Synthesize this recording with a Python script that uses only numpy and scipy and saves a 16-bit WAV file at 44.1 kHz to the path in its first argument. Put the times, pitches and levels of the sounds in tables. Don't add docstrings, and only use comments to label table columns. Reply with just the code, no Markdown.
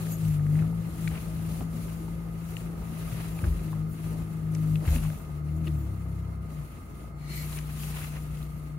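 import sys
import numpy as np
from scipy import signal
from scipy.fft import rfft, irfft, next_fast_len
from scipy.io import wavfile
from scipy.ndimage import uniform_filter1d

SR = 44100
rng = np.random.default_rng(int(sys.argv[2]) if len(sys.argv) > 2 else 0)


def gain_from_db(level_db):
    decades = np.asarray(level_db, float) / 20
    return 10 ** decades


def to_wav(s):
    ch = np.atleast_2d(s).T
    pcm = np.round(np.clip(ch, -1, 1) * 32767)
    wavfile.write(sys.argv[1], SR, pcm.astype(np.int16))


N = 387198
T = np.arange(N) / SR

# frequency in Hz, left-right correlation from 0 to 1.
SIDE_LIKENESS = [(60, 0.903), (130, 0.95), (290, 0.626), (640, 0.467), (1410, 0.12), (3100, 0.097),
                 (6820, 0.043), (15000, 0.046)]
# frequency in Hz, left over right in dB.
SIDE_LEAN = [(60, 1.5), (110, 3), (200, 5.5), (380, -1.5), (700, 1.5), (1290, -5), (2380, 3.5), (4400, 0.5),
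             (8120, 7.5), (15000, -1)]

# frequency in Hz, width in Hz, level in dB.
DUCT_MODES = [(1241.8, 228, -64), (2092, 118, -71.5), (670, 43.8, -68), (4350, 36, -85.5)]

# frequency in Hz, density in dB per Hz.
RUMBLE_SPECTRUM = [(20, -48), (32, -19.5), (45, -2), (70, 10), (95, -0.5), (130, 0.5), (190, -0.5),
                   (260, -13.5), (400, -43.5)]
# frequency in Hz, density in dB per Hz.
ROAR_SPECTRUM = [(120, -47), (190, -1), (240, -4.5), (330, -1.5), (420, -5.5), (520, -9), (800, -13.5),
                 (1270, -20.5), (2000, -25.5), (2600, -69.5)]
# time in seconds, level in dB.
ROLLING_WEIGHT = [(0, -2.2), (0.6, 2), (1.7, 1.5), (2.4, 0.5), (2.8, 2.5), (3.5, 2), (3.95, 0), (4.4, 1),
                  (5.4, -1), (5.8, -0.5), (6.1, -1), (6.75, -2.5), (7.15, -2), (7.5, -4.5), (8.78, -2)]
# peak in seconds, roar in dB, rise and fall by 10 dB in seconds.
STONE_STRIKES = [
    (0.0, -49, 0.05814, 0.16),
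    (0.64, -50.5, 0.087, 0.0225),
    (1.61, -47.5, 0.0067, 0.024),
    (3.45, -47.5, 0.0336, 0.029),
    (4.13, -50, 0.033, 0.097),
    (4.84, -48.5, 0.044, 0.221),
    (5.67, -52, 0.018, 0.056),
]

# peak in seconds, hiss in dB, rise and fall by 10 dB in seconds.
BODY_SWAYS = [(0.03, -53.5, 2.5, 0.0445), (0.125, -51.5, 2.06, 0), (0.21, -61, 0.4, 0.13),
              (0.285, -57, -0.54, 0.09), (0.35, -53.5, -0.73, 0.03), (0.46, -61.5, -0.3, -1),
              (0.55, -55.5, 0.1, 0.18), (1.06, -52, 0.24, 0.26), (1.21, -53.5, 0.4656, 0.19),
              (1.53, -51, 0.2535, 0.27), (1.79, -53.5, 0.13, 0.5), (2.5, -55.5, 0.12, 0.11),
              (2.63, -56, 0.3473, 0.1467), (3.0, -52, 0.22, 0.5845), (3.22, -50.5, 0.2448, 0.1143),
              (3.44, -51.5, 0.11, 0.1625), (3.68, -55.5, 0.22, 0.1456), (4.06, -54, 0.14, 0.4148),
              (4.55, -56, 0.06, 1.18), (4.89, -48, 0.08, 0.0535), (4.96, -40, 0.0458, 0.021),
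              (5.03, -48.5, 0.1344, 0.1234), (5.66, -57, -0.03, 0.1361), (5.9, -64.5, 0.34, 0.82),
              (6.53, -60, 0.06, 0.44), (7.03, -62, 0.72, -0.1), (7.34, -51, 0.0937, 0.52),
              (7.56, -46.5, 0.1538, 0.0523), (7.84, -45.5, 0.133, 0.0866), (8.0, -46, 0.1616, 0.1484),
              (8.13, -60, 0.1, 0.3), (8.4, -57, 0.67, 0.11), (8.67, -63.5, 0.95, -4)]
# centre in seconds, depth in dB, half width in seconds.
CLOTH_LULLS = [(0.165, 2.5, 0.0174), (0.7, 0.5, 0.034), (1.675, 5.5, 0.03617), (2.745, 1.5, 0.031),
               (4.27, 2.5, 0.0387), (4.81, 4, 0.0324), (5.428, 7, 0.03), (6.02, -0.5, 0.018),
               (6.245, 1, 0.0304), (6.395, 6.5, 0.0229), (6.74, 1, 0.0265), (6.87, 4, 0.045),
               (7.138, 9, 0.024), (7.27, 5, 0.0141), (7.625, -0.5, 0.032), (8.78, 9.5, 0.034)]
# frequency in Hz, density in dB per Hz.
HISS_SPECTRUM = [(1760, -12), (3000, -5), (3640, -6.5), (3960, -4.5), (5330, -8.5), (7280, -5), (8020, -11),
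                 (8900, -3.5), (11500, -0.5), (13500, -8.5), (14700, -4.5), (15750, -5.5)]
# peak in seconds, level in dB, rise and fall by 10 dB in seconds.
STIFF_RUBS = [(0.12, -42.5, 0.0345, 0.0465), (0.06, -61.5, 0.071, 0.036), (0.27, -48.5, 0.053, 0.044),
              (0.34, -52.5, 0.029, .04), (1.35, -63.5, 0.029, .05), (1.43, -57.5, 0.029, 0.0301),
              (1.96, -57, 0.091, .08), (2.575, -49, 0.02011, 0.0195), (3.35, -54, .03, 0.033),
              (3.93, -55, .04, 0.0513), (4.42, -70.5, 0.0501, 0.078), (4.72, -55, 0.0497, 0.0396),
              (4.9, -47, .03, 0.0312), (5.17, -59, .1, 0.1026), (5.57, -58, 0.0265, 0.032),
              (5.67, -55, 0.01456, 0.029), (5.8, -56.5, .06, 0.055), (7.36, -45.5, 0.038, 0.156),
              (7.5, -54, .03, 0.0315), (7.82, -46, 0.02963, 0.032), (8.43, -60.5, .03, 0.039),
              (8.6, -61, 0.153, 0.103)]
# frequency in Hz, density in dB per Hz.
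STIFF_SPECTRUM = [(5000, -19), (7350, -4), (8000, -10.5), (11000, -4), (12200, 1), (13000, -10.5),
                  (14600, -1.5), (15800, -8)]
# peak in seconds, creak in dB, rise and fall by 10 dB in seconds.
SEAT_STRAINS = [
    (0.6, -51, 0.05, 0.04),
    (1.16, -48.5, 0.045, 0.0513),
    (3.2, -52.5, 0.37, 0.121),
    (4.87, -49.5, 0.034, 0.139),
    (7.58, -48, 0.033, 0.035),
    (7.7, -54, 0.059, 0.033),
    (8.04, -49, 0.204, 0.061),
    (8.16, -50.5, 0.077, 0.035),
]
# frequency in Hz, density in dB per Hz.
CREAK_SPECTRUM = [(700, -4.5), (1100, -3), (1600, -6), (2100, -3.5), (2350, -5.5), (2650, -3), (3050, -10),
                  (3600, -15), (5000, -19), (8000, -29.5)]

# time in seconds, level in dB, pitch of its bands as a factor.
AIRY_HISS_PATH = [
    (7.14, -92, 0.988),
    (7.2, -65, 0.9954),
    (7.28, -55.5, 1),
    (7.31, -48.5, 1.0),
    (7.35, -47, 1.0),
    (7.4, -47, 0.996),
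    (7.45, -53, 1.0),
    (7.5, -79.5, 0.994),
]
# frequency in Hz, width in Hz, level in dB.
AIRY_HISS_BANDS = [(1977, 94, -6.5), (4221, 61, -4.5), (7190, 260, -11), (8730, 102, -13.5),
                   (4440, 180, -7.5), (2253, 85, -4.5), (5660, 1420, -8.5), (2954, 270, -8),
                   (3740, 210, -9.5)]

# start in seconds, peak in dB, ring in Hz, left over right in dB.
BRIGHT_TRIM = [(0.068, -43.5, 1690, 5), (0.25, -41.5, 2710, 6), (0.395, -47, 1662, 7.5),
               (0.4653, -41.5, 1740, 11.5), (0.5543, -40.5, 1911, 3), (0.5894, -39, 1920, -1),
               (0.623, -40, 1555, -2), (1.1135, -43.5, 1700, 5.5), (1.1744, -42.5, 2200, 7.5),
               (1.6072, -42.5, 2571, 2.0), (3.4395, -33, 1548, 0.5), (3.443, -38, 2480, 0.5),
               (3.449, -42, 1590, 4.5), (3.5254, -46, 1951, 2), (4.5505, -41, 2198, 2),
               (4.7561, -35, 2703, 11.5), (4.8761, -39.5, 2001, 12.5), (4.88, -40.5, 2500, 8),
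               (4.889, -40, 2200, 8), (4.896, -46, 1500, 6.5), (4.852, -40.5, 1500, 4),
               (4.884, -40, 1600, 10.5), (4.905, -46, 1780, 6), (5.035, -40, 1240, 5.5),
               (5.065, -47, 2790, 8), (4.958, -38.5, 1930, 11), (5.1008, -42.5, 1510, 1.5),
               (1.0742, -35.5, 1900, 11), (7.5727, -37.5, 2330, 6), (7.58, -38, 2390, 7),
               (7.59, -44, 1606, 5.5), (7.7, -44, 2100, 3), (7.518, -46.5, 2290, 4),
               (7.548, -48, 2000, 5.5), (7.613, -45.5, 2026, 6), (8.016, -42, 1599, 2.5),
               (8.031, -39, 2050, 2), (8.0443, -41, 2402, 0.5), (8.138, -48.5, 1800, 0),
               (8.169, -45.5, 1927, -1)]
# start in seconds, peak in dB, ring in Hz, left over right in dB.
DULL_TRIM = [(0.727, -42.5, 822.7, 11), (1.114, -39, 805, 7), (1.607, -34, 697, -5),
             (2.08, -39, 845.2, -11), (2.659, -44, 1257, -1.5), (3.078, -42.5, 1238, -7.5),
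             (3.39, -41, 959.6, 1), (3.44, -41, 670, 5), (3.729, -34.5, 1060, 10),
             (4.127, -44.5, 689.9, 3.5), (4.821, -38.5, 600.6, 1.5), (4.844, -57, 625, 0.5),
             (4.861, -49.5, 643.1, -2), (4.886, -36, 662, -2.5), (4.93, -34, 578, -3.5),
             (5.049, -37, 1050, 8), (5.102, -40, 596, -3.5), (5.202, -43.5, 1208, -4.5),
             (7.041, -42.5, 636, -0.5), (8.135, -46.5, 701.1, -4)]
# start in seconds, peak in dB, ring in Hz, left over right in dB.
THIN_TRIM = [
    (4.5492, -31, 6400, 2.5),
    (5.1865, -40, 8200, 3.5),
    (4.972, -40.5, 2220, 5),
    (5.05, -42, 2170, 4.5),
    (5.101, -41.5, 2190, 0),
]
# start in seconds, peak in dB, ring in Hz, left over right in dB.
PANEL_KNOCKS = [(1.0755, -28.5, 2184, 10.5), (1.079, -38, 4198, 8), (1.08, -40.5, 6900, 7),
                (1.1548, -41.5, 2390, 4.5), (1.179, -45, 2410, 6.5), (2.5672, -33.5, 2722, 21.5),
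                (3.3895, -39, 2440, -3.5), (4.9605, -34, 2616, 3.5), (4.983, -41, 2800, 8),
                (5.6674, -44, 2890, 7), (5.6715, -37, 2760, 4.5), (5.676, -40, 2750, 3.5),
                (5.677, -43, 2000, 3.5), (5.68, -42, 3600, 7), (7.528, -40, 4000, 8.5),
                (7.5872, -37, 2700, 5.5), (7.588, -37, 6000, 7), (7.8344, -38.5, 2685, 13),
                (8.372, -45.5, 2900, -1), (8.428, -45, 3903, 2.5)]

# start in seconds,
# peak in dB, start pitch in Hz, end pitch in Hz, T60 in seconds.
BODY_BLOWS = [(3.101, -27.5, 123.4, 123.3, 0.395), (3.43, -9.5, 99.7, 85, 0.114),
              (3.456, -16.5, 77.5, 71.6, 0.33), (3.465, -20.5, 53.2, 49.5, 0.675),
              (3.439, -34.5, 300, 302.4, 0.11), (3.63, -38.5, 310, 302.8, 0.074),
              (3.949, -45.5, 267, 265.6, 0.45), (4.82, -31, 304.3, 300.5, 0.103),
              (4.681, -35, 87.5, 84, 0.2466), (4.866, -15, 114.3, 104.7, 0.145),
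              (4.872, -14, 80.7, 72.2, 0.422), (4.905, -19.5, 51.2, 44.74, 0.63),
              (4.953, -21.5, 254.7, 215, 0.133), (1.601, -31.5, 267.9, 261.5, 0.178),
              (1.721, -35.5, 241.6, 230.2, 0.367), (1.998, -31.5, 328, 316, 0.202),
              (5.15, -29, 204.7, 197.6, 0.147), (5.669, -30.5, 352.6, 306, 0.222),
              (7.76, -35, 207.5, 212.4, 0.315), (5.5, -43, 314.4, 319.7, 0.36),
              (5.8, -38, 331.5, 313.3, 0.62)]

# time in seconds, firing rate of a bank in Hz,
# load in dB.
CRAWL_REVS = [(0.0, 27.12, -33), (0.19, 26.97, -32), (0.26, 26.33, -24.5), (0.36, 24.92, -28.5),
              (0.5, 24.92, -24), (0.64, 26.75, -24.5), (0.74, 27.68, -30), (0.95, 27.55, -37),
              (1.07, 26.86, -29.5), (1.21, 27.14, -40), (1.29, 27.1, -34), (2.13, 27.57, -37.5),
              (2.81, 27.55, -37), (2.96, 27.2, -36.5), (3.5, 27.15, -35.5),
              (3.58, 27.3, -40), (3.64, 26.36, -33.5), (3.82, 26.11, -29.5), (3.98, 26.68, -39.5),
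              (4.06, 26.67, -32), (4.18, 26.91, -36.5), (4.62, 26.21, -27), (4.75, 26.1, -26.5),
              (4.85, 26.23, -37), (4.95, 26.25, -31.5), (5.01, 26.28, -34), (5.07, 25.71, -27),
              (5.12, 25.72, -31), (5.179, 25.33, -48.5)]
# time in seconds, firing rate of a bank in Hz, load in dB.
SURGE_REVS = [
    (5.2, 39.49, -42.5),
    (5.32, 37.14, -39),
    (5.47, 37.31, -34),
    (5.61, 40.31, -28.5),
    (5.77, 36.52, -30),
    (5.96, 32.85, -34.5),
    (6.41, 32.7, -36),
    (6.6, 29.91, -39),
    (6.71, 28.12, -46),
]
# time in seconds, firing rate of a bank in Hz, load in dB.
SETTLE_REVS = [
    (6.84, 28.24, -46),
    (7.15, 29.34, -42),
    (7.45, 30.37, -36.5),
    (8.78, 30.13, -39),
]
# multiple of the firing rate, level in dB, share of the load followed.
CRAWL_ORDERS = [(2, -37, 0.29), (4, -9.5, 0.985), (6, 0, 1)]
# multiple of the firing rate, level in dB, share of the load followed.
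SURGE_ORDERS = [(2, -0.35, 0.996), (3, -0.5, 0.999), (4, -1.12, 0.974), (5, 0, 0.984)]
# multiple of the firing rate, level at full load in dB.
CRAWL_UPPER_ORDERS = [(8, -34), (10, -34), (12, -39), (14, -41), (16, -39.5), (18, -48)]
# multiple of the
# firing rate, level at full load in dB.
SURGE_UPPER_ORDERS = [(1, -20), (6, -35), (7, -37), (8, -36.5), (9, -39), (10, -42.5), (11, -39.5)]
# frequency in Hz, gain in dB.
NO_BOOM = [(20, 0), (400, 0)]
# frequency in Hz, gain in dB.
CAB_BOOM = [(58, -4), (70, -0.15), (79, -4), (90, -16.5), (101, 0.5), (118, -22.5), (131, -8), (141, -9),
            (149, 1.5), (165, -6.5), (190, -22.5)]
# frequency in Hz, gain in dB.
CAB_PANELS = [(30, -14.5), (200, -2), (250, -4), (290, -6), (318, 3.5), (350, -7.5), (500, -40.5)]


def evened(x):
    return x / np.sqrt(np.mean(x ** 2) + 1e-20)


def read(points, hz):
    f, value = np.transpose(points)
    return np.interp(np.log(hz + 1), np.log(f + 1), value)


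def columns(rows, t=T):
    s, *values = np.transpose(rows)
    return [np.interp(t, s, v) for v in values]


def add(mix, s, sound):
    part = mix[..., round(s * SR):][..., :sound.shape[-1]]
    part += sound[..., :part.shape[-1]]


def wander(per_s):
    span = int(SR / per_s)
    return evened(uniform_filter1d(uniform_filter1d(rng.standard_normal(N), span), span))


def ring(x, hz, width):
    r = np.exp(-np.pi * width / SR)
    return signal.lfilter([1, 0, -1], [1, -2 * r * np.cos(2 * np.pi * hz / SR), r * r], x)


def noise(spectrum, patchy_db, flicker_db, size):
    frames, hz = 4 * N // size + 5, np.fft.rfftfreq(size, 1 / SR)
    a, b, c, d, patches = rng.standard_normal((frames, len(hz), 5)).T
    patches = uniform_filter1d(patches, size=4, axis=0)
    patches = evened(uniform_filter1d(patches, size=14, axis=1))
    flicker = evened(uniform_filter1d(rng.standard_normal(frames), size=5))
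    same = np.clip(read(SIDE_LIKENESS, hz), -1, 1)[:, None]
    left = a + 1j * b
    right = same * left + np.sqrt(1 - same ** 2) * (c + 1j * d)
    gain_db = read(spectrum, hz)[:, None] + patchy_db * patches + flicker_db * flicker
    z = np.array([left, right]) * gain_from_db(gain_db)
    return evened(signal.istft(z, nperseg=size, noverlap=size - size // 4)[1][:, :N])


def grain(per_s, depth, ring_s):
    hits = (rng.random(N) < per_s / SR) * np.minimum(rng.exponential(1, N), 2)
    return 1 + depth * signal.lfilter([1], [1, -np.exp(-1 / (ring_s * SR))], hits)


def bumps(rows, floor_db):
    power = gain_from_db(floor_db) ** 2
    for s, db, rise_s, fall_s in rows:
        away = np.maximum((s - T) / abs(rise_s), (T - s) / abs(fall_s))
        power = power + gain_from_db(db - 10 * away ** 1.217) ** 2
    return 10 * np.log10(power)


def blower():
    air = rng.standard_normal((2, N))
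    turns = 2 * np.pi * np.cumsum(1238.5 + 0.7814 * wander(5.74)) / SR
    phase = np.array([[0], [2.3]])
    out = np.sqrt(2) * gain_from_db(-63.5 + 0.5 * wander(5.6)) * np.sin(turns + phase)
    for hz, width, db in DUCT_MODES:
        out += gain_from_db(db + 4.0) * evened(ring(ring(air, hz, width), hz, width))
    return out


def road(sway_db):
    roll_db, = columns(ROLLING_WEIGHT)
    rumble_db = -42 + 1.063 * roll_db + 0.118 * (sway_db + 59.0)
    rumble = noise(RUMBLE_SPECTRUM, patchy_db=-1.22, flicker_db=2.0, size=2048)
    roar_db = bumps(STONE_STRIKES, -55.5 + roll_db + 0.093 * (sway_db + 56.0))
    roar = grain(per_s=45, depth=0.506, ring_s=0.0034)
    roar = roar * noise(ROAR_SPECTRUM, patchy_db=1.32, flicker_db=0.6, size=1024)
    return gain_from_db(rumble_db) * rumble + gain_from_db(roar_db + 6.0) * evened(roar)


def lulls():
    return sum(db * np.exp(-((T - s) / half_s) ** 2) for s, db, half_s in CLOTH_LULLS)


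def rustle(sway_db):
    hiss = noise(HISS_SPECTRUM, patchy_db=1.5, flicker_db=1.0, size=512)
    creak = grain(per_s=81, depth=0.374, ring_s=0.00264)
    creak = evened(creak * noise(CREAK_SPECTRUM, patchy_db=0.0, flicker_db=-2.0, size=512))
    creak_db = bumps(SEAT_STRAINS, -59 + 0.705 * (sway_db + 57))
    stiff = noise(STIFF_SPECTRUM, patchy_db=6.5, flicker_db=1.0, size=512)
    stiff_db = bumps(STIFF_RUBS, -89.5)
    return gain_from_db(stiff_db) * stiff + gain_from_db(sway_db + 2.5) * hiss + gain_from_db(creak_db + 1.2) * creak


def airy_hiss():
    level_db, shift = columns(AIRY_HISS_PATH)
    source, out = rng.standard_normal((2, N)), np.zeros((2, N))
    for hz, width, db in AIRY_HISS_BANDS:
        bend = np.exp(2j * np.pi * np.cumsum(hz * (shift - 1) * 0.308) / SR)
        band = signal.hilbert(evened(ring(source, hz, width)), next_fast_len(N))[:, :N]
        out += gain_from_db(db + 1.17 * wander(29.38)) * (bend * band).real
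    return gain_from_db(level_db) * out


def ticks(rows, width, length_s, trim_db, rebound):
    out, ears = np.zeros((2, N)), np.arange(2)[:, None]
    for s, db, hz, pan_db in rows:
        late_s, sign = rng.random((2, 2, 6))
        late_s = 0.001025 + 3 * length_s * late_s
        knocks = np.zeros((2, 1600))
        decay = np.exp(-late_s / (2 * length_s))
        knocks[ears, (late_s * SR).astype(int)] = rebound * np.sign(sign - .5) * decay
        knocks[0, 6] = knocks[1, round(4 * sign[1, 0])] = 1
        contact = np.hanning(int(0.517 * SR / hz) + 3)
        knocks = signal.lfilter(contact, 1, knocks)
        burst = 0
        for k, share in ((1, 1), (.68, -.25), (1.6, -.25)):
            mode = ring(ring(knocks, k * hz, k * width * hz), k * hz, k * width * hz)
            burst = burst + share * mode / abs(mode).max()
        pan = gain_from_db(np.array([[pan_db], [-pan_db]]) / 4)
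        add(out, s + .0005, gain_from_db(db + trim_db) * burst * pan)
    return out


def thuds():
    out, t = np.zeros(N), np.arange(SR // 2) / SR
    for s, db, start_hz, end_hz, t60 in BODY_BLOWS:
        hz = end_hz + (start_hz - end_hz) * np.exp(-t / 0.0301)
        swell = 1 - np.exp(-t / 0.0128)
        add(out, s, gain_from_db(db - 60 * t / t60) * swell * np.sin(2 * np.pi * np.cumsum(hz) / SR))
    return out


def engine(rows, main, boom, upper, waver_db):
    hz, load_db = columns(rows)
    turns = 2 * np.pi * np.cumsum(hz * (1 + 0.002601 * wander(30.47))) / SR
    strong, weak = np.zeros(N), np.zeros(N)
    for (k, db, share), waver in zip(main, waver_db):
        level_db = db + share * load_db + read(boom, k * hz) + waver * wander(14.3)
        strong += gain_from_db(level_db) * np.sin(k * turns + 6 * rng.random())
    for k, db in upper:
        level_db = db + read(CAB_PANELS, k * hz) + 2.43 * wander(11.6)
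        weak += gain_from_db(level_db) * np.sin(k * turns + 6 * rng.random())
    out = strong + gain_from_db(0.5578 * load_db + 0.16) * weak
    running = uniform_filter1d(1. * (T >= rows[0][0]) * (T <= rows[-1][0]), size=600)
    return np.sqrt(2) * out * running


def scene():
    sway_db = bumps(BODY_SWAYS, -78.5) - lulls()
    trim = ticks(BRIGHT_TRIM, width=0.426, length_s=0.0019, trim_db=0.0, rebound=0.66)
    trim += ticks(DULL_TRIM, width=0.291, length_s=0.0043, trim_db=-2.5, rebound=0.455)
    trim += ticks(THIN_TRIM, width=0.71, length_s=0.0015, trim_db=-1.5, rebound=1.0)
    trim += ticks(PANEL_KNOCKS, width=0.194, length_s=0.0015, trim_db=-0.07, rebound=0.366)
    drone = engine(CRAWL_REVS, CRAWL_ORDERS, NO_BOOM, CRAWL_UPPER_ORDERS, waver_db=(2.5, 1.5, 1.1))
    drone += engine(SURGE_REVS + SETTLE_REVS, SURGE_ORDERS, CAB_BOOM, SURGE_UPPER_ORDERS,
                    waver_db=(0.92, 1.8, 1.34, 0.92))
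    return blower() + road(sway_db) + rustle(sway_db) + airy_hiss() + trim + thuds() + drone


def top_cut(x):
    return signal.sosfilt(signal.butter(12, 15890, fs=SR, output="sos"), x)


def record(dry):
    size = next_fast_len(N + 4096)
    hz = np.fft.rfftfreq(size, 1 / SR)
    lean = gain_from_db(read(SIDE_LEAN, hz) / 2)
    early = np.exp(2j * np.pi * hz * .00014)
    bass_cut = 1 / np.sqrt(1 + (38 / (hz + 1)) ** 8)
    response = np.array([lean * early, 1 / lean]) * bass_cut * (hz < 15790)
    ports = irfft(rfft(dry, size) * response, size)[:, :N]
    return top_cut(ports)


dry = scene()
out = record(dry)
to_wav(out)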